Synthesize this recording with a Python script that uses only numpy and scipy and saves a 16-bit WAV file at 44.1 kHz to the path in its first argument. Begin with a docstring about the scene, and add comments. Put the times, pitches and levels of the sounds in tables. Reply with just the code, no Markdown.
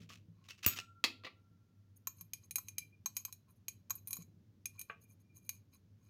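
"""A mildly live classroom, heard from a lab bench where the ventilation hums, rumbles and hisses faintly.
A stirring rod is dragged over a ribbed plastic tray (noise grains and ringing slips) and knocks a standing
beaker (long glass modes with a crack); hard things and hands bump on the bench (low-passed bench modes).
Then the rod works in a small beaker held in the hand: clinks from modes that the fingers damp quickly,
and faint rubbing and singing from random stick-slip clicks that excite the same glass."""
import sys
import numpy as np
from scipy import signal
from scipy.fft import rfft, irfft
from scipy.io import wavfile

SR = 44100
rng = np.random.default_rng(int(sys.argv[2]) if len(sys.argv) > 2 else 0)


def persist_wave(psi):
    """Save psi, clipped to +-1, as 16-bit WAV."""
    counts = np.round(np.clip(psi, -1, 1) * 32767).astype(np.int16)
    wavfile.write(sys.argv[1], SR, np.atleast_2d(counts).T)


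N = 268833
TIME = np.arange(N) / SR

# Rod touches the held beaker: (time [s], strength before sharing [dB], softness [-1 hard to 1 soft],
# spot on the glass [-1 to 1], singing rim mode [Hz])
CLINKS = [(2.0711, -41.5, 0.27, 0.93, 7010), (2.2099, -53, -0.21, 0.46, 6610),
          (2.3341, -45, 0.13, -0.39, 6500), (2.5093, -49, -0.048, -0.6, 6420),
          (2.5571, -35.5, -0.16, -0.25, 6510), (2.5828, -47, 0.38, 0.97, 6410),
          (2.6842, -51.5, 0.3, -0.4, 6370), (2.7823, -40.5, 0.11, -0.47, 6350),
          (3.059, -42, 0.68, 0.83, 6450), (3.167, -39.5, 0.051, -0.08, 6690),
          (3.2504, -43.5, 0.093, 0.24, 6470), (3.3254, -52, 0.038, -0.28, 6520),
          (3.6824, -43.5, 0.18, -0.21, 6630), (3.8978, -54.5, 0.13, 0.61, 6760),
          (3.9055, -39.5, 0.33, 0.91, 6780), (3.9539, -55, -0.88, 0.47, 6760),
          (4.0732, -50.5, -0.66, -0.1, 6220), (4.0822, -55, -0.6, -0.1, 6360),
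          (4.1073, -47.5, -0.42, 0.034, 6570), (4.1301, -41, -0.1, -0.3, 6660),
          (4.1557, -58, -0.57, -0.28, 6680), (4.1673, -52, 0.19, 0.77, 6900),
          (4.2212, -63.5, 0.35, 0.1, 6700), (4.6563, -43.5, 0.2, -0.53, 6480),
          (4.7934, -50, -0.25, -0.25, 6440), (4.8134, -49.5, -0.082, -0.18, 6520),
          (5.4921, -42, 0.14, -0.15, 6510)]
# Modes of the held beaker: (frequency [Hz], relative level [dB], t60 [s])
HELD_BEAKER_MODES = [(1085, 0, .05), (1290, -8, .025), (2438, -1, .06), (2350, -3, .025), (3100, -8, .02),
                     (3985, -3, .055), (4400, 0, .018), (5000, -1, .018), (6410, 0, .035), (6500, -2, .05),
                     (6680, -4, .035), (7000, -7, .02), (7850, -14, .03), (9690, 0, .045), (10480, -2, .04),
                     (12080, -3, .025), (12430, -3, .04), (13950, -3, .04), (14300, -8, .025)]
# Bounds of the registers body, wall, rim, upper rim, shimmer: [Hz]
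CLINK_EDGES_HZ = [700, 1800, 5500, 8500, 11200, 14700]
# Share of a touch in each of those registers: (level [dB], per softness [dB], per spot [dB])
CLINK_SHARES = [(-21, 3, 14), (-7, 9.5, -5.5), (-0.5, 13, -1.5), (-6.5, -11.5, -11.5), (1, -6, 4)]
# A second mode sings at this multiple of the rim mode, louder towards one spot [dB per unit of spot]
OVERTONE_RATIO, OVERTONE_SPOT_DB = 1.9, 22
# A soft contact cracks less and takes longer to pass on the blow [dB per unit of softness]
SOFT_CRACK_DB, SOFT_DELAY_DB = -2.5, 7.5

# Rod or fingers slide on the held beaker:
# (middle time [s], half length [s], level before sharing [dB], brightness [dB per register])
SLIDES = [(0.428, 0.054, -94, -14), (1.971, 0.0053, -73, 9), (2.195, 0.021, -68, -1),
          (2.444, 0.011, -69, -1.5), (2.69, 0.021, -68, 0), (3.187, 0.02, -59, -0.5),
          (3.286, 0.013, -69.5, -7), (3.496, 0.0098, -91, -17), (3.507, 0.012, -81, 10),
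          (3.571, 0.0083, -87, 9), (3.983, 0.0073, -66, -2), (4.127, 0.028, -60.5, -0.5),
          (4.215, 0.015, -63, 0.5), (4.768, 0.022, -76.5, -5.5), (4.804, 0.0079, -62, 2),
          (4.907, 0.014, -74, -7), (5.031, 0.013, -72.5, 3.5), (5.115, 0.017, -73, 2.5),
          (5.21, 0.0087, -78.5, 1), (5.372, 0.013, -64.5, 3), (5.467, 0.025, -72.5, 2),
          (5.556, .021, -71, -1), (5.748, 0.014, -67.5, -2.5), (6.08, 0.041, -78, -4.5)]
# Bounds of the sliding registers body, wall, rim, shimmer: [Hz]
SLIDE_EDGES_HZ = [700, 1800, 5500, 8500, 16000]
# Share of a slide in each of those registers: [dB]
SLIDE_SHARE_DB = [-14.5, -10, -1, -2]
# Sliding rod locks on to a wall mode: (middle time [s], half length [s], level [dB])
SINGS = [(2.815, 0.022, -57.5), (2.933, 0.011, -66.5), (4.803, 0.011, -57), (5.046, 0.013, -71.5),
         (5.103, 0.0114, -78.5), (5.34, 0.057, -82), (5.442, 0.031, -84)]
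SING_HZ, SING_WIDTH_HZ = 2392, 46

# Rod on the standing beaker, with its bounces: (time [s], level before crack and ring offsets [dB])
STRIKES = [(.6631, -20), (.6861, -31), (.6965, -40)]
# Modes of the standing beaker: (frequency [Hz], relative level [dB], full-length t60 [s])
STANDING_BEAKER_MODES = [(1360.7, -35, 1.9), (1373.2, -35, 1.9), (2560, -17, .16), (2762, -26, .25),
                         (3666, -31, .3), (6680, -16, .18), (6865, -17, .28), (7897, -17, .21),
                         (7980, -17, .17), (10880, -25, .22), (12823, -4.5, .18), (13054, -16, .19),
                         (13183, -15, .12), (14450, 0, .125), (14753, -3, .12), (15021, -3, .11),
                         (15542, -10, .08)]
# Colour of the crack on that beaker: (frequency [Hz], relative level per Hz [dB])
STRIKE_COLOUR = [(200, -28), (1000, -13), (2600, -2), (4500, -8), (6500, -2), (8000, -7), (9000, -20),
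                 (10100, -20), (11000, 0), (13700, -2), (14700, 6), (16000, -5)]
# Modes of the tray under it: (frequency [Hz], relative level [dB], t60 [s])
TRAY_MODES = [(89, 8, 0.078), (187, -4, 0.092), (324, 12, 0.0089), (603.3, -13, 0.067), (1210, -3, 0.1)]

# Strokes of the rod over the tray: (start time [s], length [s], level [dB])
STROKES = [(0, 0.028, -65), (0.09, 0.049, -56.5), (0.439, 0.0076, -65.5), (0.484, .02, -55.5),
           (0.576, 0.011, -64.5), (0.627, 0.11, -49.5), (0.758, 0.025, -48.5)]
STROKE_ATTACK_S, STROKE_T60_S = .004, 0.15
# Rod catches hard on a rib of the tray: (time [s], level [dB])
SLIPS = [(.5075, -47.5), (0.6426, -44.5), (0.6482, -39), (.6779, -37), (.7781, -48), (0.788, -39),
         (0.7998, -44)]
# Colour of rod on plastic: (frequency [Hz], relative level per Hz [dB])
SCRAPE_COLOUR = [(100, -25), (450, -13), (850, -17), (1200, -5), (1600, -7), (2100, -3), (2650, 4),
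                 (3200, -2), (4200, -4), (6500, -6), (8500, -19), (15000, -20)]
# Modes of the glass rod at each catch: (frequency [Hz], relative level [dB], t60 [s])
ROD_MODES = [(2660, -4, 0.094), (2871, 1, 0.057), (5730, -17.5, 0.081), (6800, -15.5, 0.059),
             (8000, -34.5, 0.3)]

# Knocks on the bench: (time [s], level [dB], contact cut-off [Hz])
KNOCKS = [(1.0402, -25.5, 13900), (1.2368, -55.5, 2470), (1.2467, -48, 2950), (1.2505, -48, 4160),
          (1.2657, -48, 2196), (1.2726, -56.5, 2420)]
# Bench modes under the knocks: (frequency [Hz], relative level [dB], t60 [s])
KNOCK_MODES = [(323, -19, .22), (500, -8, .11), (1155, -4, .07), (2000, 1, .07), (2585, -2, .075),
               (2690, -6, .07), (3140, -11, .07), (3705, -8, .08), (3920, -6, .06), (4270, 1, .065),
               (4570, -4, .07)]
# Colour of the knocks' crack: (frequency [Hz], relative level per Hz [dB])
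KNOCK_COLOUR = [(80, -30), (200, -9), (550, -8), (850, -11), (1150, -3), (1450, -17), (1750, -7), (2100, 1),
                (3000, -3), (4500, 0), (5800, -10), (7000, -11), (8500, -22), (15000, -21)]
# Dull bumps of hands and glassware: (time [s], level [dB], contact cut-off [Hz])
BUMPS = [(.008, -57.5, 227), (0.101, -58.5, 1950), (0.283, -56.5, 110), (1.51, -66, 143), (2.207, -61, 130),
         (4.186, -54, 198), (4.898, -44.5, 2580), (5.235, -82, 127.3)]
# Bench-top modes under the bumps: (frequency [Hz], relative level [dB], t60 [s])
BUMP_MODES = [(105, -33, .2), (165, -25, .22), (458, -13, .11), (560, -13, .08), (680, -18, .16),
              (1120, 0, .08), (1250, -2, .06), (1550, -3, .05), (1780, -4, .05), (2440, -2, .055),
              (2900, -6, .035)]

# Colour of the ventilation rumble: (frequency [Hz], relative level per Hz [dB])
RUMBLE_COLOUR = [(18, -58), (30, -30), (69, -14.5), (84, -7), (102, 3), (130, -10), (199, -9), (502, -29.5),
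                 (579, -30.5), (900, -52.5), (1170, -76.5), (1980, -120)]
# Level of the rumble over time: (time [s], level [dB])
RUMBLE_LEVEL = [(0.0, -60), (0.39, -68), (2.0, -69.5), (2.82, -65), (3.28, -69.5), (4.28, -62),
                (4.5, -66.5), (6.1, -66.5)]
HUM_HZ, HUM_DB = 99.2, -70
# Colour of the steady hiss: (frequency [Hz], relative level per Hz [dB])
HISS_COLOUR = [(300, 2.5), (1000, 2), (2500, -3), (6500, -4.5), (8000, -14.5), (15000, -10)]
HISS_DB = -85

# Decay of the classroom: (frequency [Hz], t60 [s])
ROOM_T60 = [(200, 0.67), (1000, 0.13), (2300, 0.21), (4500, 0.32), (8000, 0.11), (15000, 0.22)]
CUTOFF_HZ = 16100


def from_db(db):
    """Decibels to gain."""
    return 10 ** (np.asarray(db) / 20)


def rms_one(x):
    """Scale to rms 1."""
    return x / np.sqrt(np.mean(x ** 2) + 1e-20)


def attack_one(x, size=353):
    """Scale so that the first samples (8 ms by default) have rms 1."""
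    return x / np.sqrt(np.mean(x[:size] ** 2) + 1e-20)


def gain_curve(rows):
    """Gain over time from rows (time [s], level [dB])."""
    return from_db(np.interp(TIME, *np.transpose(rows)))


def at_hz(points, hz):
    """Read a table on a log-frequency axis."""
    known, values = np.transpose(points)
    return np.interp(np.log(np.maximum(hz, 1)), np.log(known), values)


def butter(x, hz, kind, order=2):
    """Causal Butterworth filter."""
    sos = signal.butter(order, np.clip(hz, 10, .45 * SR), kind, fs=SR, output="sos")
    return signal.sosfilt(sos, x)


def noise(colour, size):
    """Noise of a given spectrum, rms 1."""
    hz = np.fft.rfftfreq(size, 1 / SR)
    spectrum = rfft(rng.standard_normal(size)) * from_db(at_hz(colour, hz))
    return rms_one(irfft(spectrum, size))


def fade(t60, size):
    """Exponential decay by 60 dB in t60 seconds."""
    return from_db(-60 * TIME[:size] / t60)


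def ring(modes, size, spread_db, detune=0, length=1):
    """Struck modes as decaying sines of randomly varied strength; successive pairs alternate in sign."""
    out = np.zeros(size)
    for k, (hz, db, t60) in enumerate(modes):
        strength = from_db(db + spread_db * rng.standard_normal()) * (-1) ** (k // 2)
        pitch = hz * (1 + detune * rng.standard_normal())
        out += strength * np.sin(2 * np.pi * pitch * TIME[:size]) * fade(t60 * length, size)
    return out


def add(track, s, sound):
    """Mix a sound in at a time in seconds."""
    start = max(round(s * SR), 0)
    track[start:start + len(sound)] += sound[:N - start]


def friction(per_s, spread_db):
    """Stick and slip: random clicks of uneven size, rms 1."""
    sizes = from_db(spread_db * np.clip(rng.standard_normal(N), -2, 2)) * rng.choice([-1, 1], N)
    happens = rng.random(N) < per_s / SR
    return rms_one(sizes * happens)


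def swell(s, half):
    """Bell-shaped rise and fall of a slide around its middle."""
    return np.exp(-.5 * ((TIME - s) / half) ** 2)


def clinks(crack_db=-7, crack_t60=0.033, singing_db=5, singing_t60=0.054, contact_s=0.00025, size=8000):
    """Touches ring the held glass over a crack; softness and spot set the balance, grip shifts the pitch."""
    out = np.zeros(N)
    for s, strength_db, softness, spot, rim_hz in CLINKS:
        levels = strength_db + np.array(CLINK_SHARES) @ [1, softness, spot]
        # The glass takes a moment to pick up the blow
        delay_s = contact_s * from_db(SOFT_DELAY_DB * softness)
        onset = 1 - np.exp(-TIME[:size] / delay_s)
        rim = (rim_hz, singing_db, singing_t60)
        overtone = (OVERTONE_RATIO * rim_hz, OVERTONE_SPOT_DB * spot, singing_t60)
        glass = list(HELD_BEAKER_MODES) + [rim, overtone]
        crack_gain = from_db(crack_db + SOFT_CRACK_DB * softness)
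        for db, low, high in zip(levels, CLINK_EDGES_HZ, CLINK_EDGES_HZ[1:]):
            modes = [mode for mode in glass if low <= mode[0] < high]
            tone = butter(ring(modes, size, spread_db=4, detune=.006), [low, high], "band", order=1)
            burst = rng.standard_normal(size) * fade(crack_t60, size)
            crack = butter(burst, [low, high], "band", order=3)
            struck = attack_one(tone) + crack_gain * attack_one(crack)
            add(out, s, from_db(db) * attack_one(struck * onset))
    return out


def rubbing(size=5000):
    """Sliding excites the held glass with tiny random slips that swell and fade."""
    out = np.zeros(N)
    registers = zip(SLIDE_SHARE_DB, SLIDE_EDGES_HZ, SLIDE_EDGES_HZ[1:])
    for k, (share_db, low, high) in enumerate(registers):
        modes = [mode for mode in HELD_BEAKER_MODES if low <= mode[0] < high]
        glass = butter(ring(modes, size, spread_db=0), low, "high")
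        # Brightness tilts the registers about the rim (k = 2)
        pressure = sum(from_db(db + share_db + brightness * (k - 2)) * swell(s, half)
                       for s, half, db, brightness in SLIDES)
        slips = friction(per_s=1500, spread_db=12)
        out += pressure * rms_one(signal.fftconvolve(slips, glass)[:N])
    return out


def singing():
    """Stick and slip, narrowed to one wall mode of the glass, keeps it going unsteadily."""
    pressure = sum(from_db(db) * swell(s, half) for s, half, db in SINGS)
    band = [SING_HZ - SING_WIDTH_HZ / 2, SING_HZ + SING_WIDTH_HZ / 2]
    return pressure * rms_one(butter(friction(per_s=3900, spread_db=1), band, "band"))


def standing_beaker(crack_db=3, crack_t60=.014, ring_db=-5, bounce_db=-3, thump_db=-16.5, size=80000):
    """The free glass rings long, its split lowest mode beating; bounces ring briefly; the tray thumps."""
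    out = np.zeros(N)
    for s, db in STRIKES:
        crack = butter(noise(STRIKE_COLOUR, size) * fade(crack_t60, size), 800, "high")
        add(out, s, from_db(db + crack_db) * crack)
    for s, db in STRIKES[1:]:
        bounce = ring(STANDING_BEAKER_MODES, size, spread_db=2, detune=.004, length=.25)
        add(out, s, from_db(db + bounce_db) * bounce)
    s, db = STRIKES[0]
    add(out, s, from_db(db + ring_db) * ring(STANDING_BEAKER_MODES, size, spread_db=0))
    thump = butter(ring(TRAY_MODES, size, spread_db=0), 65, "high")
    add(out, s, from_db(db + thump_db) * thump)
    return out


def stroke(start, length):
    """One stroke bites quickly, holds, and dies away after the rod lets go."""
    attack = np.clip((TIME - start) / STROKE_ATTACK_S, 0, 1)
    return attack * from_db(-60 * np.maximum(TIME - start - length, 0) / STROKE_T60_S)


def tray_scrape(slip_t60=0.02, grain_t60=0.03, rod_db=-7, size=8192):
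    """The rod rattles over ribbed plastic: single ringing slips on a grain of many tiny noise bursts."""
    # Burst powers add up, so the envelope is the root of their sum
    slip_power = friction(per_s=480, spread_db=3.5) ** 2
    grain_power = signal.fftconvolve(slip_power, fade(grain_t60, size) ** 2)[:N]
    grain = rms_one(np.sqrt(np.abs(grain_power)) * noise(SCRAPE_COLOUR, N))
    out = grain * sum(from_db(db) * stroke(s, length) for s, length, db in STROKES)
    for s, db in SLIPS:
        tick = attack_one(noise(SCRAPE_COLOUR, size) * fade(slip_t60, size), size=132)
        rod = attack_one(ring(ROD_MODES, size, spread_db=4.5))
        add(out, s, from_db(db) * (tick + from_db(rod_db) * rod))
    return out


def knocks(crack_db=6, crack_t60=0.06, rattle_db=-3, rattle_t60=0.059, bright_db=-22, size=16384):
    """Blows crack, rattle and ring the bench; a softer contact cuts their top, under a little bright grit."""
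    out = np.zeros(N)
    for s, db, contact_hz in KNOCKS:
        crack_shape = from_db(crack_db) * attack_one(fade(crack_t60, size))
        rattle_shape = from_db(rattle_db) * fade(rattle_t60, size)
        burst = noise(KNOCK_COLOUR, size) * (crack_shape + rattle_shape)
        blow = burst + attack_one(ring(KNOCK_MODES, size, spread_db=1))
        grit = butter(rng.standard_normal(size), 6000, "high") * fade(rattle_t60, size)
        contact = attack_one(butter(blow, contact_hz, "low"))
        add(out, s, from_db(db) * (contact + from_db(bright_db) * grit))
    return butter(out, 170, "high", order=3)


def bumps(thud_db=-3, thud_t60=0.071, size=16384):
    """Bench-top modes and a thud of noise; the softer the contact, the lower its cut-off."""
    out = np.zeros(N)
    for s, db, contact_hz in BUMPS:
        burst = butter(rng.standard_normal(size), [1000, 3000], "band")
        thud = attack_one(burst * fade(thud_t60, size))
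        blow = attack_one(ring(BUMP_MODES, size, spread_db=1)) + from_db(thud_db) * thud
        dulled = butter(blow, contact_hz, "low", order=4)
        add(out, s, from_db(db) * attack_one(dulled, size=700))
    return out


def room(x, gap_s=0.0019, size=24000):
    """Diffuse echoes: bands of noise, each with its own decay, building up after a short gap."""
    edges = np.geomspace(125, 19000, 8)
    tail = np.zeros(size)
    for low, high in zip(edges, edges[1:]):
        t60 = at_hz(ROOM_T60, np.sqrt(low * high))
        tail += butter(rng.standard_normal(size), [low, high], "band") * fade(t60, size)
    tail = tail * np.clip(TIME[:size] / gap_s - 1, 0, 1)
    return signal.fftconvolve(x, tail / np.sqrt(np.sum(tail ** 2)))[:N]


def ventilation(waver=0.18):
    """Duct rumble and air hiss as coloured noise, and a fan's hum with a slightly unsteady level."""
    sway = rms_one(butter(rng.standard_normal(N), 4, "low"))
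    hum = np.sqrt(2) * np.sin(2 * np.pi * HUM_HZ * TIME) * (1 + waver * sway)
    rumble = gain_curve(RUMBLE_LEVEL) * noise(RUMBLE_COLOUR, N)
    hiss = from_db(HISS_DB) * noise(HISS_COLOUR, N)
    return from_db(HUM_DB) * hum + rumble + hiss


def scene():
    """Held beaker, tray and bench heard directly and through the room; the bench sends most to the echoes."""
    held = clinks() + rubbing() + singing()
    tray = standing_beaker() + tray_scrape()
    bench = knocks() + bumps()
    echoes = room(from_db(-15) * held + from_db(-16) * tray + from_db(-10.5) * bench)
    return (held + tray + bench + echoes + ventilation())[None, :]


def record(dry):
    """One microphone channel rolls off the deep bass; the top is cut steeply."""
    thinned = butter(dry, 22, "high")
    top_cut = signal.ellip(10, .1, 80, CUTOFF_HZ, fs=SR, output="sos")
    return signal.sosfilt(top_cut, thinned)


dry = scene()
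out = record(dry)
persist_wave(out)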